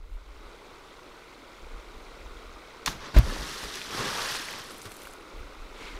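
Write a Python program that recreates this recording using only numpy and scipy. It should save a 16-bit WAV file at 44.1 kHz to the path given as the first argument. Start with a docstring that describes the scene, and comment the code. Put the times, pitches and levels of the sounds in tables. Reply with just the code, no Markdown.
"""A creek fades in and runs on as a bubbling wash, while wind rumbles as shaped noise in gusts.
Near 2.9 s a heavy stone slaps the pool in short noise bursts; near 3.2 s its air cavity shuts
with a deep gulp, the gliding tone of a pulsating air pocket. Thrown water then rains back as
drop impacts and ringing bubbles, with splats of noise from large clots. Near drops plink and tick
as small noisy rings until about 5.1 s, and the creek surges just before the end."""
import sys
import numpy as np
from scipy import signal
from scipy.fft import rfft, irfft
from scipy.io import wavfile
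from scipy.ndimage import uniform_filter1d

SR = 44100
rng = np.random.default_rng(int(sys.argv[2]) if len(sys.argv) > 2 else 0)


def to_wav(sig):
    """Store sig (one row per channel, or 1-D mono) as 16-bit WAV at the path in sys.argv[1].

    Samples outside -1..1 are clipped; the rate is SR.
    """
    pcm = np.clip(np.atleast_2d(sig), -1, 1) * 32767
    pcm = np.round(pcm).astype(np.int16)
    wavfile.write(sys.argv[1], SR, pcm.T)  # frames by channels


N = 264159
T = np.arange(N) / SR  # time of every sample, in seconds

# Sound colours, giving the relative strength at each pitch: (f/Hz, level/dB)
# the running creek
CREEK_COLOUR = [(60, -5), (150, -8.5), (290, -1.5), (450, 0), (720, -7.5), (1000, -4), (1450, -2.5),
                (1720, -10.5), (2150, -6.5), (2900, -14), (3900, -12.5), (4700, -17.5), (11000, -29.5),
                (15500, -33)]
# wind rumble on the microphone
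WIND_COLOUR = [(12, -10.5), (28, 6), (48, 0), (70, -12.5), (95, -24), (140, -37.5), (250, -58),
               (700, -61.5)]
# thrown water landing
SPLASH_COLOUR = [(47, -24), (80, 0.5), (248, 2.5), (338, 0), (386, 3), (718, -5.5), (1120, 2), (1950, -5),
                 (2270, -10), (3320, -7.5), (5640, -10), (7050, -15), (10300, -16), (14600, -24),
                 (16000, -33)]
# first touch of the stone on the water
CRACK = [(300, -15), (1500, -0.5), (2500, -8), (3600, 2), (4800, -4.5), (6000, -0.5), (8000, -12.5),
         (12000, -14.5), (16000, -21)]
# a thin sharp click
SNAP = [(1000, -12), (4000, -4), (14000, 1), (16000, -3)]
# the flat face of the stone landing
SLAP = [(60, 0), (250, -3), (600, -31), (850, 5), (1150, 2), (1600, 3), (2600, -10), (4500, -8),
        (8000, -31), (16000, -40)]
# water churned by the stone and the closing cavity
CHURN = [(40, 10.5), (150, 4), (330, 0), (470, -9), (620, -5), (900, -6), (1700, -8), (2600, -12),
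         (4500, -14.5), (8000, -26.5), (16000, -38)]

# Long gusts, before their flutter: (start t/s, length t/s, level/dB)
GUSTS = [(0.0, 0.47, -45.5), (1.617, 0.93, -49.5), (3.297, 0.2, -48), (3.887, 0.47, -52.5),
         (5.04, 0.13, -52), (5.37, .62, -48.5)]
# Short buffets of wind: (peak t/s, level/dB)
BUFFETS = [(.04, -42), (.145, -34.5), (1.635, -47), (1.755, -37), (1.96, -46), (2.25, -43), (2.5, -45.5),
           (3.01, -49), (3.66, -43), (5.395, -34.5), (5.62, -41), (5.95, -39)]
# Showers of thrown water, with the levels at their start, before clumping:
# (start t/s, length t/s, rise t/s, 60 dB decay t/s,
#  lumps level/dB, drops level/dB, spray level/dB, mist level/dB)
# In order: the first sheet, the jet breaking up, the column raining back, stragglers
SHOWERS = [ (3.049, 0.012, 0.041, 0.59, -48.5, -44, -45.5, -67),
           (3.279, 0.25, .08, 3.3, -39.5, -44, -42.5, -53.5),
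           (4.029, 0.31, 0.13, 0.75, -38, -36, -36.5, -48.5),
           (4.548, 0.026, 0.062, 1.1, -49, -48, -44.5, -66)]
# Large clots of water landing with a splat: (peak t/s, level/dB)
CLOTS = [(3.634, -36), (4.305, -37), (4.399, -40), (4.707, -42), (4.856, -39.5)]
# Single near drops: (start t/s, plink level/dB, plink f/Hz, tick level/dB)
DRIPS = [(3.755, -28.5, 4300, -37), (3.8158, -28, 2700, -44), (4.485, -29, 2080, -48),
         (4.5135, -38, 2710, -48), (4.527, -38, 4800, -40), (4.537, -34, 2290, -48),
         (4.7437, -38, 2150, -45), (4.781, -52, 4330, -40), (4.8163, -38.5, 6560, -46),
         (4.9176, -38, 2300, -38), (4.9664, -49, 1870, -38), (5.019, -41, 3220, -40),
         (5.0344, -52, 2190, -44), (5.0534, -39, 2490, -45), (5.0714, -37.5, 1490, -41),
         (5.1353, -52, 1560, -40)]
# Big air pockets: (start t/s, starting f/Hz, peak level/dB, starting-pitch cycles per 60 dB decay)
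AIR_POCKETS = [(2.878, 95, -38.5, 5), (3.161, 47, -4.5, 2.4), (3.159, 150, -23, 10), (3.163, 327, -24, 14),
               (3.163, 595, -22.5, 24), (3.18, 109, -14, 9.1), (3.187, 207, -25, 8.7),
               (3.228, 60, -25, 4.2), (3.261, 29, -26, 5.7), (3.385, 47.5, -31.5, 4.5),
               (3.99, 125, -34, 7.6), (4.856, 96, -41.5, 9)]
# Blows on the water: (peak t/s, level/dB, rise t/s, 60 dB decay t/s, colour)
# In order: first contact, a second edge, a sheet shooting out, the flat face, air dragged under,
# cavity walls folding in, its neck shutting, the jet breaking upward, a sharp click
BLOWS = [ (2.8615, -16, 0.00019, 0.0051, CRACK), (2.8634, -22.5, 0.00017, 0.0068, CRACK),
         (2.8622, -29.5, 0.0025, 0.24, CRACK), (2.8793, -20.5, 0.0052, 0.021, SLAP),
         (2.883, -36, 0.0049, 0.59, CHURN), (3.1520, -30, 0.012, 0.18, CHURN),
         (3.1680, -23, 0.0056, 0.19, CHURN), (3.187, -25.5, 0.016, 0.1, CHURN),
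         (3.1878, -16, 0.000078, 0.00074, SNAP)]

# Creek: basic levels, then the extra quietness at the start, which fades away
GURGLE_DB, FIZZ_DB, HISS_DB = -49, -54, -69
FADE_IN_S, FADE_IN_DB = 0.47, -9.5
SETTLE_S, SETTLE_DB = 2.7, -2.23  # the last of the rise is slow
# One surge of the creek
SURGE_S, SURGE_RISE_S, SURGE_T60_S, SURGE_GURGLE_DB, SURGE_FIZZ_DB = 5.85, 0.1, 1.6, -47, -47
# Wind: a steady breeze under the gusts; both flutter
CALM_DB, GUST_RISE_S, GUST_T60_S, BUFFET_WIDTH_S = -60, 0.027, 0.43, 0.037
GUST_FLUTTER_DB, GUST_FLUTTER_PER_S = 2, 30
# Within a shower the heavy water weakens and the fine water grows
LUMPS_DB_PER_S, DROPS_DB_PER_S, SPRAY_DB_PER_S, MIST_DB_PER_S = -31.5, -6.5, 11.5, 13
# A light drizzle adds more spray and mist
DRIZZLE_S, DRIZZLE_LENGTH_S, DRIZZLE_RISE_S, DRIZZLE_T60_S = 3.75, 1.33, 0.033, 0.43
DRIZZLE_SPRAY_DB, DRIZZLE_SPRAY_DB_PER_S = -43.5, -15
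DRIZZLE_MIST_DB, DRIZZLE_MIST_DB_PER_S = -58, 0.5
# The water comes down in uneven clumps
CLUMPS_DB, CLUMPS_PER_S = 0.9, 49
CLOT_RISE_S, CLOT_T60_S = 0.003, 0.13
TICK_HZ, TICK_SCATTER_OCT = 9100, 0.25  # middle pitch of the ticks, and their random spread
POCKET_SWELL_CYCLES, POCKET_GLIDE_OCT_PER_S = 1.2, 1.9
TOP_HZ = 15500


def undb(db):
    """Turn decibels into a gain."""
    return 10 ** (np.asarray(db) / 20)


def unit(x):
    """Scale a sound to an average (rms) strength of 1."""
    return x / np.sqrt(np.mean(x ** 2) + 1e-20)


def colour(x, points, lo_hz=0, hi_hz=SR):
    """Shape a sound by a (Hz, dB) colour, keep one band of it, and scale it to rms 1."""
    f = np.arange(N // 2 + 1) * SR / N + 1e-3  # just above zero, for the logarithm
    hz, db = np.transpose(points)
    tone = undb(np.interp(np.log(f), np.log(hz), db))
    band_loss = np.sqrt((1 + (lo_hz / f) ** 10) * (1 + (f / hi_hz) ** 10))
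    return unit(irfft(rfft(x, N) * tone / band_loss, N))


def add(out, s, x):
    """Mix a short sound in at time s."""
    i = int(s * SR)
    out[i:i + len(x)] += x[:max(N - i, 0)]


def walk(rate):
    """Wander at random: levels held for 1 / rate seconds, smoothed twice, scaled to rms 1."""
    hold = int(SR / rate)
    held = rng.standard_normal(N)[np.arange(N) // hold]
    smooth = uniform_filter1d(held, hold)
    return unit(uniform_filter1d(smooth, hold))


def swell(s, length, rise, t60):
    """Rise smoothly to 1 at time s, hold for a length, then die away by 60 dB in t60."""
    attack = np.exp(-(np.minimum(T - s, 0) / rise) ** 2)
    return attack * undb(-60 * np.maximum(T - s - length, 0) / t60)


def together(gains):
    """Gain of unrelated sounds heard at once: their powers add."""
    return np.sqrt(sum(g ** 2 for g in gains))


def impacts(rate, spread_db):
    """Drop impacts are clicks at random moments: many small, a few large."""
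    hits = rng.random(N) < rate / SR
    signs = rng.choice([-1, 1], N)
    sizes = undb(spread_db * np.minimum(rng.exponential(size=N), 4))
    return unit(hits * signs * sizes)


def bubbles(lo_hz, hi_hz, cycles, spread_db, count):
    """Bubbles of all sizes: each rings a few cycles and rises in pitch as it nears the surface."""
    out = np.zeros(N)
    for when, size, strength in rng.random((count, 3)):
        hz = lo_hz * (hi_hz / lo_hz) ** size
        age = np.arange(int(cycles * SR / hz) + 2) * hz / SR / cycles  # runs from 0 to about 1
        ring = np.sin(2 * np.pi * cycles * age * (1 + 0.1 * age)) * np.exp(-5 * age)
        loudness = hz * undb(spread_db * min(-np.log(strength), 4))
        add(out, when * N / SR, ring * loudness)
    return unit(out)


def creek():
    """A distant riffle: countless bubbles merge into a wash, the nearer ones gurgle through it."""
    surge = swell(SURGE_S, 0, SURGE_RISE_S, SURGE_T60_S)
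    gurgle_gain = together([undb(GURGLE_DB), surge * undb(SURGE_GURGLE_DB)])
    fizz_gain = together([undb(FIZZ_DB), surge * undb(SURGE_FIZZ_DB)])

    low_bubbles = bubbles(250, 1540, cycles=9.5, spread_db=1.5, count=2500)
    high_bubbles = bubbles(1767, 6980, cycles=26, spread_db=1.5, count=3000)
    water = rng.standard_normal(N) + undb(-12.5) * low_bubbles
    froth = rng.standard_normal(N) + undb(-8.5) * high_bubbles

    gurgle = colour(water, CREEK_COLOUR, hi_hz=1570) * gurgle_gain * undb(0.23 * walk(14))
    fizz = colour(froth, CREEK_COLOUR, 1710, 9700) * fizz_gain * undb(0.12 * walk(14))
    # the finest hiss surges along with the gurgle
    hiss = colour(rng.standard_normal(N), CREEK_COLOUR, lo_hz=8200)
    hiss = hiss * gurgle_gain * undb(HISS_DB - GURGLE_DB)

    fade_in_db = FADE_IN_DB * np.maximum(1 - T / FADE_IN_S, 0)
    settle_db = SETTLE_DB * np.maximum(1 - T / SETTLE_S, 0)
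    return (gurgle + fizz + hiss) * undb(fade_in_db + settle_db)


def wind():
    """Eddies buffet the microphone: low noise follows the breeze, the gusts and the buffets."""
    gusts = [undb(db) * swell(s, length, GUST_RISE_S, GUST_T60_S) for s, length, db in GUSTS]
    buffets = [undb(db) * np.exp(-((T - s) / BUFFET_WIDTH_S) ** 2) for s, db in BUFFETS]
    flutter = undb(GUST_FLUTTER_DB * walk(GUST_FLUTTER_PER_S))
    breeze = together([undb(CALM_DB)] + gusts) * flutter
    eddies = colour(rng.standard_normal(N), WIND_COLOUR)
    # even out the noise over about 0.09 s, so that the gusts set its strength
    even_eddies = eddies / np.sqrt(uniform_filter1d(eddies ** 2, size=4000))
    return even_eddies * together([breeze] + buffets)


def fall(s, length, rise, t60, db, db_per_s):
    """Strength of one fall of water, which grows or thins steadily while it lasts."""
    return swell(s, length, rise, t60) * undb(db + db_per_s * np.clip(T - s, 0, length))


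def thrown_water():
    """Water rains back: lumps plop, drops patter, spray hisses, and the mist gains tiny rings."""
    trends = LUMPS_DB_PER_S, DROPS_DB_PER_S, SPRAY_DB_PER_S, MIST_DB_PER_S
    shower_gains = [
        np.array([fall(s, length, rise, t60, db, trend) for db, trend in zip(levels, trends)])
        for s, length, rise, t60, *levels in SHOWERS]
    lumps_gain, drops_gain, spray_gain, mist_gain = together(shower_gains)
    drizzle = DRIZZLE_S, DRIZZLE_LENGTH_S, DRIZZLE_RISE_S, DRIZZLE_T60_S
    drizzle_spray = fall(*drizzle, DRIZZLE_SPRAY_DB, DRIZZLE_SPRAY_DB_PER_S)
    drizzle_mist = fall(*drizzle, DRIZZLE_MIST_DB, DRIZZLE_MIST_DB_PER_S)
    spray_gain = together([spray_gain, drizzle_spray])
    mist_gain = together([mist_gain, drizzle_mist])

    rain = impacts(6000, 1.25)
    low_bubbles = bubbles(118, 764, cycles=9.9, spread_db=3, count=1000)
    plops = impacts(3000, 2.3) + undb(-13.5) * low_bubbles
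    middle_bubbles = bubbles(735, 2540, cycles=36, spread_db=3.0, count=2200)
    patter = impacts(3000, 1.3) + undb(-11) * middle_bubbles
    high_bubbles = bubbles(2360, 8200, cycles=35, spread_db=-1.0, count=2500)
    spray = rain + undb(-7.5) * high_bubbles
    # later on, tiny high bubbles replace part of the mist's impacts
    tiny_bubbles = bubbles(7200, 13500, cycles=20, spread_db=4.5, count=1800)
    bubble_share = np.interp(T, [4.35, 4.8], [0.1, 0.5])
    mist = np.sqrt(1 - bubble_share) * rain + np.sqrt(bubble_share) * undb(-1.0) * tiny_bubbles

    water = colour(plops, SPLASH_COLOUR, 61, 1130) * lumps_gain
    water += colour(patter, SPLASH_COLOUR, 470, 2160) * drops_gain
    water += colour(spray, SPLASH_COLOUR, 1560, 6200) * spray_gain
    water += colour(mist, SPLASH_COLOUR, lo_hz=6900) * mist_gain
    return water * undb(CLUMPS_DB * walk(CLUMPS_PER_S))


def clots():
    """Large clots of water hit the pool, each with one short splat of noise."""
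    strength = together(undb(db) * swell(s, 0, CLOT_RISE_S, CLOT_T60_S) for s, db in CLOTS)
    return strength * colour(rng.standard_normal(N), SPLASH_COLOUR)


def drips(plink_t60=0.019, tick_t60=0.013, width=0.47):
    """Near drops: noise around one pitch rings briefly and roughly, as a plink and as a tick."""
    out, t = np.zeros(N), T[:2048]
    f = np.arange(len(t) // 2 + 1) * SR / len(t)
    for s, plink_db, plink_hz, tick_db in DRIPS:
        tick_hz = TICK_HZ * 2 ** (TICK_SCATTER_OCT * rng.standard_normal())
        parts = (plink_hz, plink_db, plink_t60), (tick_hz, tick_db, tick_t60)
        for hz, db, t60 in parts:
            resonance = 1 / (1 + ((f / hz - 1) / width) ** 2)
            ring = unit(irfft(rfft(rng.standard_normal(len(t))) * resonance))
            attack = np.minimum(t / 0.00069, 1)
            add(out, s, ring * attack * undb(db - 60 * t / t60))
    return out


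def air_pockets():
    """Trapped air pinches off and pulsates; a larger pocket gives a deeper and slower note."""
    out, t = np.zeros(N), T[:SR // 2]
    for s, hz, db, cycles in AIR_POCKETS:
        grow, t60 = POCKET_SWELL_CYCLES / hz, cycles / hz
        attack = np.sin(np.pi / 2 * np.minimum(t / grow * 2, 1))
        # the decay starts gently, then runs straight in decibels
        soft_age = np.hypot(np.maximum(t - grow, 0), t60 / 10) - t60 / 10
        decay = undb(-60 * soft_age / t60)
        gliding_hz = hz * 2 ** (POCKET_GLIDE_OCT_PER_S * t)
        note = np.sin(2 * np.pi * np.cumsum(gliding_hz) / SR)
        add(out, s, undb(db) * attack * decay * note)
    return out


def blows():
    """The stone and the closing cavity tear the surface: noise bursts swell and die away."""
    out = np.zeros(N)
    for s, db, rise, t60, points in BLOWS:
        burst = colour(rng.standard_normal(N), points)
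        out += undb(db) * swell(s, 0, rise, t60) * burst
    return out


def scene():
    """Open air: every sound arrives direct, with no echo."""
    background = creek() + wind()
    falling_water = thrown_water() + clots() + drips()
    stone = air_pockets() + blows()
    return (background + falling_water + stone)[None]


def record(dry):
    """A steep low-pass filter removes the highest treble."""
    return signal.sosfilt(signal.ellip(8, 0.2, 80, TOP_HZ, fs=SR, output="sos"), dry)


dry = scene()
out = record(dry)
to_wav(out)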